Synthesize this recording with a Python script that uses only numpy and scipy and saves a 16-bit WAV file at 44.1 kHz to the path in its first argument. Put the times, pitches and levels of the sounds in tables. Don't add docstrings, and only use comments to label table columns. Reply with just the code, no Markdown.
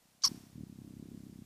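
import sys
import numpy as np
from scipy import signal
from scipy.fft import rfft, irfft
from scipy.io import wavfile
from scipy.ndimage import uniform_filter1d

SR = 44100
rng = np.random.default_rng(int(sys.argv[2]) if len(sys.argv) > 2 else 0)


def volts_from_db(level):
    exponent = np.asarray(level, float) / 20
    return 10 ** exponent


def store_pcm(level_fs):
    pcm = np.round(np.clip(level_fs, -1, 1) * 32767).astype(np.int16)
    wavfile.write(sys.argv[1], SR, np.atleast_2d(pcm).T)


N = 63945


def unit(x):
    return x / np.sqrt(np.mean(x ** 2))


def shape_db(points, hz):
    p = np.array(points, float)
    return np.interp(np.log(np.maximum(hz, 1)), np.log(p[:, 0]), p[:, 1])


def colour(x, points):
    hz = np.arange(len(x) // 2 + 1) * SR / len(x)
    return irfft(rfft(x) * volts_from_db(shape_db(points, hz)), len(x))


def resonance(x, hz, width_hz):
    return signal.lfilter(*signal.iirpeak(hz, hz / width_hz, fs=SR), x)


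def butter(x, order, hz, kind):
    return signal.sosfiltfilt(signal.butter(order, hz, kind, fs=SR, output="sos"), x)


def walk(rate):
    hold = int(SR / rate)
    steps = np.repeat(rng.standard_normal(N // hold + 1), hold)
    return unit(uniform_filter1d(uniform_filter1d(steps, hold), hold)[:N])


# (frequency [Hz], relative level [dB])
AIR_SPECTRUM = [(30, -4), (100, -8.5), (300, -9.5), (700, -3), (1500, -9.5), (3000, -10), (5500, -9.5),
                (9000, -11.5), (15000, -14.5)]


def air(t):
    level_db, near_rise_db, waver_db = -69.5, 1.5, .5
    near = np.clip((t - .2) / .1, 0, 1)
    hiss = unit(colour(rng.standard_normal(N), AIR_SPECTRUM))
    return hiss * volts_from_db(level_db + near_rise_db * near + waver_db * walk(8.4))


def surroundings(voice, t):
    tail_start_s, tail_db, tail_t60_s = 0.06, -39, 0.66
    haze_db, haze_t60_s = -57, 1
    echoes = rng.standard_normal(N) * volts_from_db(-60 * t / tail_t60_s) * (t > tail_start_s)
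    echoes = volts_from_db(tail_db) * echoes / np.linalg.norm(echoes)
    tail = signal.fftconvolve(voice, echoes)[:N]
    since_end = t - CHIRP_COURSE[-1][0]
    haze = unit(colour(rng.standard_normal(N), AIR_SPECTRUM)) * volts_from_db(haze_db - 60 * since_end / haze_t60_s)
    return tail + haze * (t > CHIRP_COURSE[1][0])


# (time [s], level [dB])
LEAD_IN_LEVEL = [(.2185, -75), (.2205, -49.5), (.2245, -54), (.2285, -46.5), (.2305, -57.5), (.2355, -53),
                 (.2370, -77)]


def lead_in(t):
    time, level_db = np.array(LEAD_IN_LEVEL).T
    noise = rng.standard_normal(N)
    hiss = unit(resonance(resonance(noise, 4600, 2500), 5500, 5000)) + .15 * noise
    return volts_from_db(np.interp(t, time, level_db, left=-120, right=-120)) * hiss


# (time [s], pitch [Hz], level [dB], roughness [0-1], gain of the treble [dB])
CHIRP_COURSE = [(.2355, 1560, -55.5, .4, -12), (0.2362, 1562, -27, .4, -15),
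                (.2400, 1554, -21.5, .4, -12.5), (.2408, 1260, -21.5, .45, -15),
                (.2450, 1160, -21, .3, -13), (.2500, 1111, -19.5, .2, -6), (.2540, 1063, -20, .2, 3),
                (0.254, 1062, -25.5, 0.6, 0.5), (.2610, 1033, -26, 0.6, 6.5), (.2660, 953, -30.5, .8, 1),
                (.2700, 1104, -35, .8, 0.5), (.2750, 1120, -27.5, .7, -0.5), (.2810, 1110, -34.5, .8, 4),
                (.2840, 1100, -47.5, .8, -1), (.2860, 1100, -58, .8, 1)]
# (frequency [Hz], relative level [dB])
THROAT_SPECTRUM = [(400, -62.5), (750, -26.5), (1000, -15.5), (1550, -23.5), (2200, -34), (2700, -27),
                   (3200, -28.5), (3700, -28), (4500, -7.5), (5500, 0), (6300, -7), (7000, -21.5),
                   (7800, -27.5), (10500, -27), (13500, -32), (16000, -50.5)]


def chirp(t):
    treble_hz = 7600
    beak_closes_s, closing_s = 0.2593, .004
    time, *columns = np.array(CHIRP_COURSE).T
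    hz, level_db, rough, treble_db = [np.interp(t, time, column) for column in columns]
    rough = np.clip(rough, 0, 1)

    phase = 2 * np.pi * np.cumsum(hz * (1 + .006 * walk(400))) / SR
    tone = np.zeros(N)
    for k, start in enumerate(rng.uniform(0, 2 * np.pi, 13), 1):
        line_db = shape_db(THROAT_SPECTRUM, k * hz) + 1.5 * walk(300)
        tone += volts_from_db(line_db) * np.sin(k * phase + start)
    rasp = unit(colour(rng.standard_normal(N), THROAT_SPECTRUM)) * volts_from_db(1.2 * walk(500))
    voice = np.sqrt(2 - 2 * rough ** 2) * tone + rough * rasp

    treble = butter(voice, 4, treble_hz, "high")
    voice = voice + treble * (volts_from_db(treble_db) - 1)
    shoulder = butter(voice, 2, (5900, 7420), "band")
    voice = voice - 0.81 * shoulder * np.clip((t - beak_closes_s) / closing_s, 0, 1)
    sounding = (t > time[0]) * (t < time[-1])
    return sounding * volts_from_db(level_db) * voice


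# (time [s], nominal level [dB], nominal thump pitch [Hz])
STROKES = [(0.0255, -64.5, 200), (0.12, -64, 190), (0.2128, -62.5, 213), (0.239, -62.5, 189),
           (0.268, -45, 170), (0.293, -41.5, 250), (0.3177, -34.5, 223), (0.3471, -40, 222),
           (.4090, -43.5, 185), (0.4379, -44, 219), (0.5008, -51, 165), (0.5313, -47, 150),
           (0.5577, -38, 184), (0.5826, -36, 197.6), (0.6089, -38, 201), (0.6364, -34.5, 195),
           (0.67, -42.5, 199.4), (0.7276, -40, 205), (0.7583, -41, 190), (0.7889, -40, 195),
           (0.8781, -40.5, 210), (0.9084, -41.5, 205), (0.9695, -38, 205), (1.0277, -37.5, 224),
           (1.0584, -42, 240), (1.1482, -36, 210), (1.1770, -40.5, 195), (1.2061, -38, 195),
           (1.2373, -37.5, 197), (1.3284, -39.5, 210.7), (1.4223, -40, 187), (1.4540, -45, 195)]
STROKE_NUMBER = [0, 3, 6, 7, 8, 9, 10, 11, 13, 14, 16, 17, 18, 19, 20, 21, 22, 24, 25, 26, 29, 30, 32, 34,
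                 35, 38, 39, 40, 41, 44, 47, 48]


def thumps(t):
    jitter_s, scatter_db, pitch_scatter = 0.00017, 1.5, .04
    rise_s, ring_s, peak_late_s = .0026, .0017, .0006
    windup_s, windup_width_s, windup_db = .0073, .0018, -15
    number = np.arange(STROKE_NUMBER[-1] + 1)
    time, level_db, hz = [np.interp(number, STROKE_NUMBER, column) for column in np.array(STROKES).T]
    chance = rng.standard_normal((3, len(number)))
    time = time + jitter_s * chance[0]
    size = volts_from_db(level_db + scatter_db * chance[1])
    hz = hz * np.exp(pitch_scatter * chance[2])
    out = np.zeros(N)
    for when, gain, pitch in zip(time, size, hz):
        u = t - when
        late = u - peak_late_s
        rise = np.exp(-(np.minimum(late, 0) / rise_s) ** 4)
        ring = np.exp(1 - np.hypot(1, late / ring_s))
        stroke = 1.097 * np.where(late < 0, rise, ring) * np.sin(2 * np.pi * pitch * u)
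        windup = volts_from_db(windup_db) * np.exp(-((u + windup_s) / windup_width_s) ** 2 / 2)
        out -= gain * (stroke + windup)
    return out


def downwash(t):
    swirl_hz, width_hz, top_hz = 170, 134, 366
    below_stroke_db, flicker_db = -19.5, 2.5
    time, level_db, _ = np.array(STROKES).T
    swirl = resonance(rng.standard_normal(N), swirl_hz, width_hz)
    swirl = unit(signal.sosfilt(signal.butter(6, top_hz, fs=SR, output="sos"), swirl))
    smooth_db = uniform_filter1d(np.interp(t, time, level_db), size=1300)
    return swirl * volts_from_db(smooth_db + below_stroke_db + flicker_db * walk(59.58))


def wings(t):
    return butter(thumps(t) + downwash(t), 2, 31, "high")


def scene():
    t = np.arange(N) / SR
    voice = chirp(t)
    mix = air(t) + surroundings(voice, t) + lead_in(t) + voice + wings(t)
    return mix[None, :]


def low_pass(x):
    return signal.sosfilt(signal.butter(12, 15420, fs=SR, output="sos"), x)


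def record(dry):
    cut = signal.sosfilt(signal.ellip(6, .5, 40, 14900, fs=SR, output="sos"), dry)
    return low_pass(cut)


dry = scene()
out = record(dry)
store_pcm(out)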